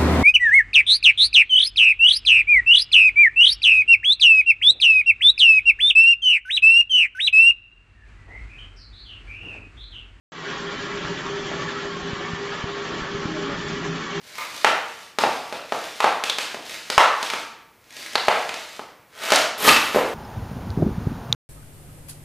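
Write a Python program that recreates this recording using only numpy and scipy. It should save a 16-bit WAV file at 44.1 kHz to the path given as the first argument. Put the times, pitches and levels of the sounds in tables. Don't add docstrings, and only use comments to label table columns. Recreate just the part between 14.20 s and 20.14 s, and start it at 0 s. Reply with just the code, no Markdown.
import sys
import numpy as np
from scipy import signal
from scipy.fft import rfft, irfft, next_fast_len
from scipy.io import wavfile

SR = 44100
rng = np.random.default_rng(int(sys.argv[2]) if len(sys.argv) > 2 else 0)


def inscribe(sig):
    pcm = np.round(np.clip(np.atleast_2d(sig).T, -1, 1) * 32767)
    wavfile.write(sys.argv[1], SR, pcm.astype(np.int16))


N = 261954
TIME = np.arange(N) / SR

# (up to speed [s], slows down [s], level [dB])
SLIDE_STROKES = [(.08, .1, -44.5), (.16, .55, -41.5), (.62, .76, -47.5), (.8, .82, -46), (1.08, 1.16, -41),
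                 (1.24, 1.36, -46.5), (1.52, 1.97, -41.5), (2.19, 2.33, -43), (2.48, 2.56, -39),
                 (2.62, 2.78, -42.5), (2.9, 3.21, -43), (3.765, 4.33, -40.5), (4.38, 4.57, -46)]
RASP_STROKES = [(.185, .25, -32.5)]
SHOT_STROKES = [(5.03, 5.09, -28), (5.115, 5.22, -25.5)]
NET_SWAYS = [(5.58, 5.66, -29.5), (5.745, 5.76, -29), (5.86, 5.88, -37.5)]

# (time [s], strength [dB], extra body [dB], extra crack [dB], ring of the struck spot [Hz],
# that ring's boost [dB], direct sound aimed at the microphone [dB])
BLADE_HITS = [(0.4458, 30, -6, -9, 1320, 0, 2), (0.9865, 19, 6, 2, 1240, 2.5, -0.5),
              (1.0373, 23.5, 3, -16.5, 820, 5, 2.5), (1.3255, 9, 9, -1, 605, 7, -1.5),
              (1.5224, 18, 2, -13.5, 690, 4, 3), (1.804, 21, -10, -4.5, 1105, 5, -0.5),
              (1.843, 26.5, -2, -14.5, 826, 5.5, 2), (2.038, 9, 5, 10.5, 2630, 4, 1.5),
              (2.0975, 3.5, 1.5, 10.5, 3550, 12, 7), (2.185, 11, 3, 8.5, 2130, 2.5, 0),
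              (2.345, 4.5, 10.5, -4.5, 700, 7, 3), (2.701, 10.5, 7, 9, 4800, 3.5, 1.5),
              (2.779, 33, -8.5, -9, 1160, 5, 1.5), (3.028, 6.5, 7, 12, 4300, 1.5, 0.5),
              (3.101, 5, -7, 7.5, 2280, 6.5, 3.5), (3.136, 11, 6, 0, 1270, 4.5, 2),
              (3.862, -18.5, -2, 18, 2100, 15, 7.5), (3.955, 19, -2.5, -5.5, 4400, 10.5, 5),
              (4.083, 28, -3, -11.5, 665, 5.5, 1), (4.292, 3, 4, 5, 2560, 6.5, 4),
              (4.341, 2, 6.5, 9.5, 1950, 5.5, 0), (4.594, 5, 6.5, -16, 1265, 1.5, 6),
              (5.104, 13, 2, 8.5, 1560, 5, -1.5), (5.1205, 19.5, 8.5, 7, 610, 10.5, 1.5),
              (5.1245, 22, -34, -11, 655, 8, -3), (5.135, 14, 8, 9.5, 660, 14, -1.5),
              (5.1585, -4.5, 3, 29.5, 4360, 2.5, 5.5)]
POSTER_HITS = [(5.479, 26.2, 3.5, -8.8, 1210, 5.4, 3.3), (5.489, 21.7, -4, 2.4, 2650, 13.7, 3.9),
               (5.523, 13, -5, 0, 2650, 7.3, 4.8), (5.561, 17.3, -12, -1, 2650, 6.8, 5)]
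FLOOR_HITS = [(5.747, 18.2, 3.5, 9.5, 392, 4.4, 0), (5.7605, 18.3, 5, -13, 520, 10.7, 1.8),
              (5.771, 21, -2.5, -5, 550, 8.2, 0), (5.786, 19.8, -13, 2, 520, 5.1, 2)]
# (time [s], peak [dB])
OVERLOAD_THUMPS = [(2.778, -28.5), (4.084, -29)]

# (frequency [Hz], level [dB])
HUSH_EQ = [(20, -34), (50, -16.5), (110, -9), (260, -13.5), (460, -12.5), (1600, -17.5), (2300, -16),
           (3000, -26), (8500, -30.5), (15000, -27)]
SLIDE_EQ = [(59, -45), (100, -14), (146, -16.5), (324, -6.5), (416, -13), (607, -5.5), (780, -11),
            (1920, -1), (2130, -2.5), (4730, -3), (13500, -18), (15000, -27)]
RASP_EQ = [(60, -53), (400, -23), (950, -12.5), (1200, -5), (1600, -20), (2120, -8), (2700, -19),
           (8000, -33)]
KNOCK_EQ = [(55, -38.5), (130, -23.5), (270, -11), (780, -1), (1700, -3.5), (4100, -10.5), (10000, -25),
            (15000, -36.5)]
SHOT_EQ = [(59, -77), (100, -34), (196, -22), (558, -6), (633, -5.5), (923, -10), (1240, -2), (1320, -1),
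           (4260, -8.5), (15000, -24)]
POSTER_EQ = [(29, -41), (50, -24), (181, -16.5), (220, -11.5), (354, -7), (506, -9.5), (816, -8),
             (1310, -2.5), (2070, -10), (2570, -10), (3180, -9), (13000, -24), (15000, -38)]
MESH_EQ = [(3000, -29), (6000, -11), (9000, -4), (12500, 1), (15000, -6.5)]
SLAP_EQ = [(55, -26), (270, -14.5), (780, -1), (1700, -0.5), (4100, -2.5), (10000, -20.5), (15000, -24)]
DROP_EQ = [(55, -21.5), (270, -2), (780, 0.5), (1700, -5.5), (4100, -21.5), (10000, -38), (15000, -46)]

# (frequency [Hz], width [Hz], boost [dB])
BLADE_PEAKS = [(867, 194, 0.5), (1320, 93, 4), (2650, 35, 3)]
# (frequency [Hz], level [dB], t60 [s])
PANEL_MODES = [(229, -63, 0.98), (461, -52, 0.91), (520, -47, 0.46), (609.3, -53.5, 0.74), (655, -53, 0.52),
               (842, -43, 0.18), (907, -51, 0.82), (1030, -58, 0.5), (1160, -54.5, 0.98)]
FRAME_MODES = [(1305, -26, 0.79), (1720, -40, 0.52), (2670, -30, 0.33)]

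# (delay [s], gain [linear])
REFLECTIONS = [(.0016, .16), (.0047, .56), (.0062, -.2), (.0212, .22), (.0255, .38), (.032, .22)]
# (frequency [Hz], level [dB])
REVERB_EQ = [(60, 9), (130, 6.5), (250, 4.5), (600, 5), (1200, 5), (2500, 6.5), (5000, 4.5), (12000, 3)]
# (frequency [Hz], t60 [s])
REVERB_T60 = [(100, 0.64), (500, 0.64), (1200, 0.74), (3000, 0.6), (6000, 0.53), (13000, 0.31)]
# (frequency [Hz], side against mid [dB])
SIDE_EQ = [(40, -19), (130, -25), (500, -39.5), (1000, -41.5), (2000, -41), (4000, -38), (9000, -28)]

BODY_HZ, MIDDLE_HZ, CRACK_HZ = 270, 842, 6000
TOUCH_S, JERK_S = 5.378, 5.487


def from_db(db):
    return 10 ** (np.asarray(db) / 20)


def rms_one(x):
    return x / np.sqrt(np.mean(x ** 2) + 1e-20)


def at_hz(points, hz):
    f, value = np.transpose(points)
    return np.interp(np.log(np.maximum(hz, 1)), np.log(f), value)


def colour(x, eq):
    size = next_fast_len(len(x) + SR // 10)
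    gain = from_db(at_hz(eq, np.fft.rfftfreq(size, 1 / SR)))
    return irfft(rfft(x, size) * gain, size)[:len(x)]


def causal_pulse(db):
    cepstrum = irfft(np.log(from_db(db)))
    half = len(cepstrum) // 2
    cepstrum[1:half] *= 2
    cepstrum[half + 1:] = 0
    return irfft(np.exp(rfft(cepstrum)))


def ring(modes, t):
    t = np.maximum(t, 0)
    return sum(from_db(db - 60 * t / t60) * np.sin(2 * np.pi * hz * t) for hz, db, t60 in modes)


def grains(per_s, spread_db, hiss, grain_s=0.0012):
    sizes = from_db(spread_db * np.minimum(rng.exponential(1, N), 3))
    slips = sizes * (rng.random(N) < per_s / SR)
    power = signal.lfilter([1], [1, -np.exp(-1 / (grain_s * SR))], slips ** 2 + 1e-18)
    return rms_one(np.sqrt(power / power.mean() + hiss ** 2) * rng.standard_normal(N))


def strokes(rows, rise_db_per_s, sag_db_per_s, fall_db_per_s):
    gains = [from_db(db - rise_db_per_s * np.maximum(start - TIME, 0)
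                     - sag_db_per_s * np.maximum(TIME - start, 0)
                     - fall_db_per_s * np.maximum(TIME - end, 0)) for start, end, db in rows]
    return np.max(gains, axis=0)


def room_hush(level_db=-56):
    return from_db(level_db) * rms_one(colour(rng.standard_normal(N), HUSH_EQ))


def basement(direct_db, wet_db, build_s=0.017, band_count=13, size=32768):
    t, hz = TIME[:size], np.fft.rfftfreq(size, 1 / SR)
    centres = np.geomspace(60, 15000, band_count)
    shares = np.array([at_hz(np.c_[centres, one], hz) for one in np.eye(band_count)])
    bands = irfft(rfft(rng.standard_normal(size)) * shares * from_db(at_hz(REVERB_EQ, hz)))
    thicken = 1 - np.exp(-t / build_s)
    fade = thicken * from_db(-60 * t / at_hz(REVERB_T60, centres)[:, None])
    tail = np.sum(bands * fade / np.linalg.norm(fade, axis=1, keepdims=True), axis=0)
    early = np.zeros(size)
    for delay, gain in REFLECTIONS:
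        early[int(delay * SR)] += gain
    early = signal.lfilter(*signal.butter(1, 2800, fs=SR), early + 1e-18)
    early[0] += 1
    return from_db(direct_db) * early + from_db(wet_db) * (tail + ring(PANEL_MODES, t))


def near(aim_db=0):
    return basement(direct_db=-1.0 + aim_db, wet_db=-2.5)


def far(aim_db=0):
    return basement(direct_db=-2.5 + aim_db, wet_db=-6.0)


def blade_slide(wobbles_per_s=54, wobble_db=1.0):
    slips = grains(per_s=380, spread_db=9, hiss=0.88)
    steps = rng.standard_normal(2000)
    pressure = from_db(wobble_db * np.interp(TIME * wobbles_per_s, np.arange(len(steps)), steps))
    envelope = strokes(SLIDE_STROKES, rise_db_per_s=161.5, sag_db_per_s=6, fall_db_per_s=216)
    return envelope * rms_one(colour(slips * pressure, SLIDE_EQ))


def puck_rasp():
    slips = grains(per_s=250, spread_db=7.5, hiss=0.33)
    envelope = strokes(RASP_STROKES, rise_db_per_s=1500, sag_db_per_s=101, fall_db_per_s=996)
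    return envelope * rms_one(colour(slips, RASP_EQ))


def impacts(rows, eq, room, ring_width_share, crossover_hz, grit, grit_s, resonances=(), size=2048):
    hz, t = np.fft.rfftfreq(size, 1 / SR), TIME[:size]
    push = signal.lfilter(*signal.butter(1, crossover_hz, fs=SR), t == 0)
    highpass = signal.butter(2, crossover_hz, "high", fs=SR)
    lows = at_hz([(BODY_HZ, 1), (MIDDLE_HZ, 0)], hz)
    highs = at_hz([(MIDDLE_HZ, 0), (CRACK_HZ, 1)], hz)
    out = np.zeros(N + SR)
    for time_s, strength_db, body_db, crack_db, ring_hz, ring_db, aim_db in rows:
        peaks = [*resonances, (ring_hz, ring_width_share * ring_hz, ring_db)]
        peaks_db = sum(db / (1 + (2 * (hz - f) / width) ** 2) for f, width, db in peaks)
        tone_db = at_hz(eq, hz) + strength_db + body_db * lows + crack_db * highs
        burst = rng.standard_normal(size) * np.sqrt(t) * np.exp(-t / grit_s)
        crack = signal.lfilter(*highpass, burst)
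        force = push + grit * crack / np.linalg.norm(crack)
        ripple_db = 0.7 * 10 * np.log10(np.abs(rfft(force)) ** 2 + 0.1)
        blow = signal.fftconvolve(force, causal_pulse(tone_db + peaks_db - ripple_db))[:size]
        heard = signal.fftconvolve(blow, room(aim_db))
        start = int(time_s * SR)
        out[start:start + len(heard)] -= heard
    return out[:N]


def blade_knocks():
    return impacts(BLADE_HITS, KNOCK_EQ, near, ring_width_share=0.3, crossover_hz=2560,
                   grit=2.36, grit_s=0.002, resonances=BLADE_PEAKS)


def overload_thumps(rise_s=0.00081):
    ages = [(np.maximum(TIME - time_s, 0) / rise_s, db) for time_s, db in OVERLOAD_THUMPS]
    return -sum(from_db(db) * age * np.exp(1 - age) for age, db in ages)


def shot_sweep():
    slips = grains(per_s=510, spread_db=3.5, hiss=0.39)
    envelope = strokes(SHOT_STROKES, rise_db_per_s=272, sag_db_per_s=75, fall_db_per_s=400)
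    return envelope * rms_one(colour(slips, SHOT_EQ))


def net_stretch(peak_db, rise_db_per_s):
    swell = strokes([(JERK_S, JERK_S, peak_db)], rise_db_per_s, sag_db_per_s=0, fall_db_per_s=600)
    return (TIME > TOUCH_S) * swell


def net_rustle(mesh_sway_db=-9.5):
    sway = strokes(NET_SWAYS, rise_db_per_s=400, sag_db_per_s=17, fall_db_per_s=252)
    crumple = net_stretch(peak_db=-9.5, rise_db_per_s=213) + sway
    swish = net_stretch(peak_db=-24.5, rise_db_per_s=92) + from_db(mesh_sway_db) * sway
    poster = rms_one(colour(grains(per_s=980, spread_db=3.0, hiss=0.57), POSTER_EQ))
    mesh = rms_one(colour(grains(per_s=770, spread_db=7, hiss=0.63), MESH_EQ))
    return crumple * poster + swish * mesh


def poster_slaps():
    return impacts(POSTER_HITS, SLAP_EQ, far, ring_width_share=0.077, crossover_hz=880,
                   grit=0.91, grit_s=0.0056)


def frame_ring():
    return ring(FRAME_MODES, TIME - JERK_S)


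def puck_drop():
    return impacts(FLOOR_HITS, DROP_EQ, far, ring_width_share=0.53, crossover_hz=1790,
                   grit=1.0, grit_s=0.012)


def scene():
    stick = blade_knocks() + overload_thumps()
    friction = blade_slide() + puck_rasp() + shot_sweep()
    stick += signal.fftconvolve(friction, near())[:N]
    rustle = net_rustle()
    goal = poster_slaps() + frame_ring() + puck_drop()
    goal += signal.fftconvolve(rustle, far())[:N]
    mid = stick + goal + room_hush()
    scatter = rng.standard_normal(SR // 50) * np.exp(-TIME[:SR // 50] / 0.0018)
    smeared = signal.fftconvolve(mid, scatter / np.linalg.norm(scatter))[:N]
    side = colour(smeared, SIDE_EQ)
    return np.array([mid + side, mid - side])


def record(dry, cutoff_hz=15200):
    clipped = dry / (1 + dry ** 8) ** (1 / 8)
    lowpass = signal.ellip(10, 0.1, 70, cutoff_hz, fs=SR, output="sos")
    return signal.sosfilt(lowpass, clipped)


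dry = scene()
out = record(dry)
inscribe(out)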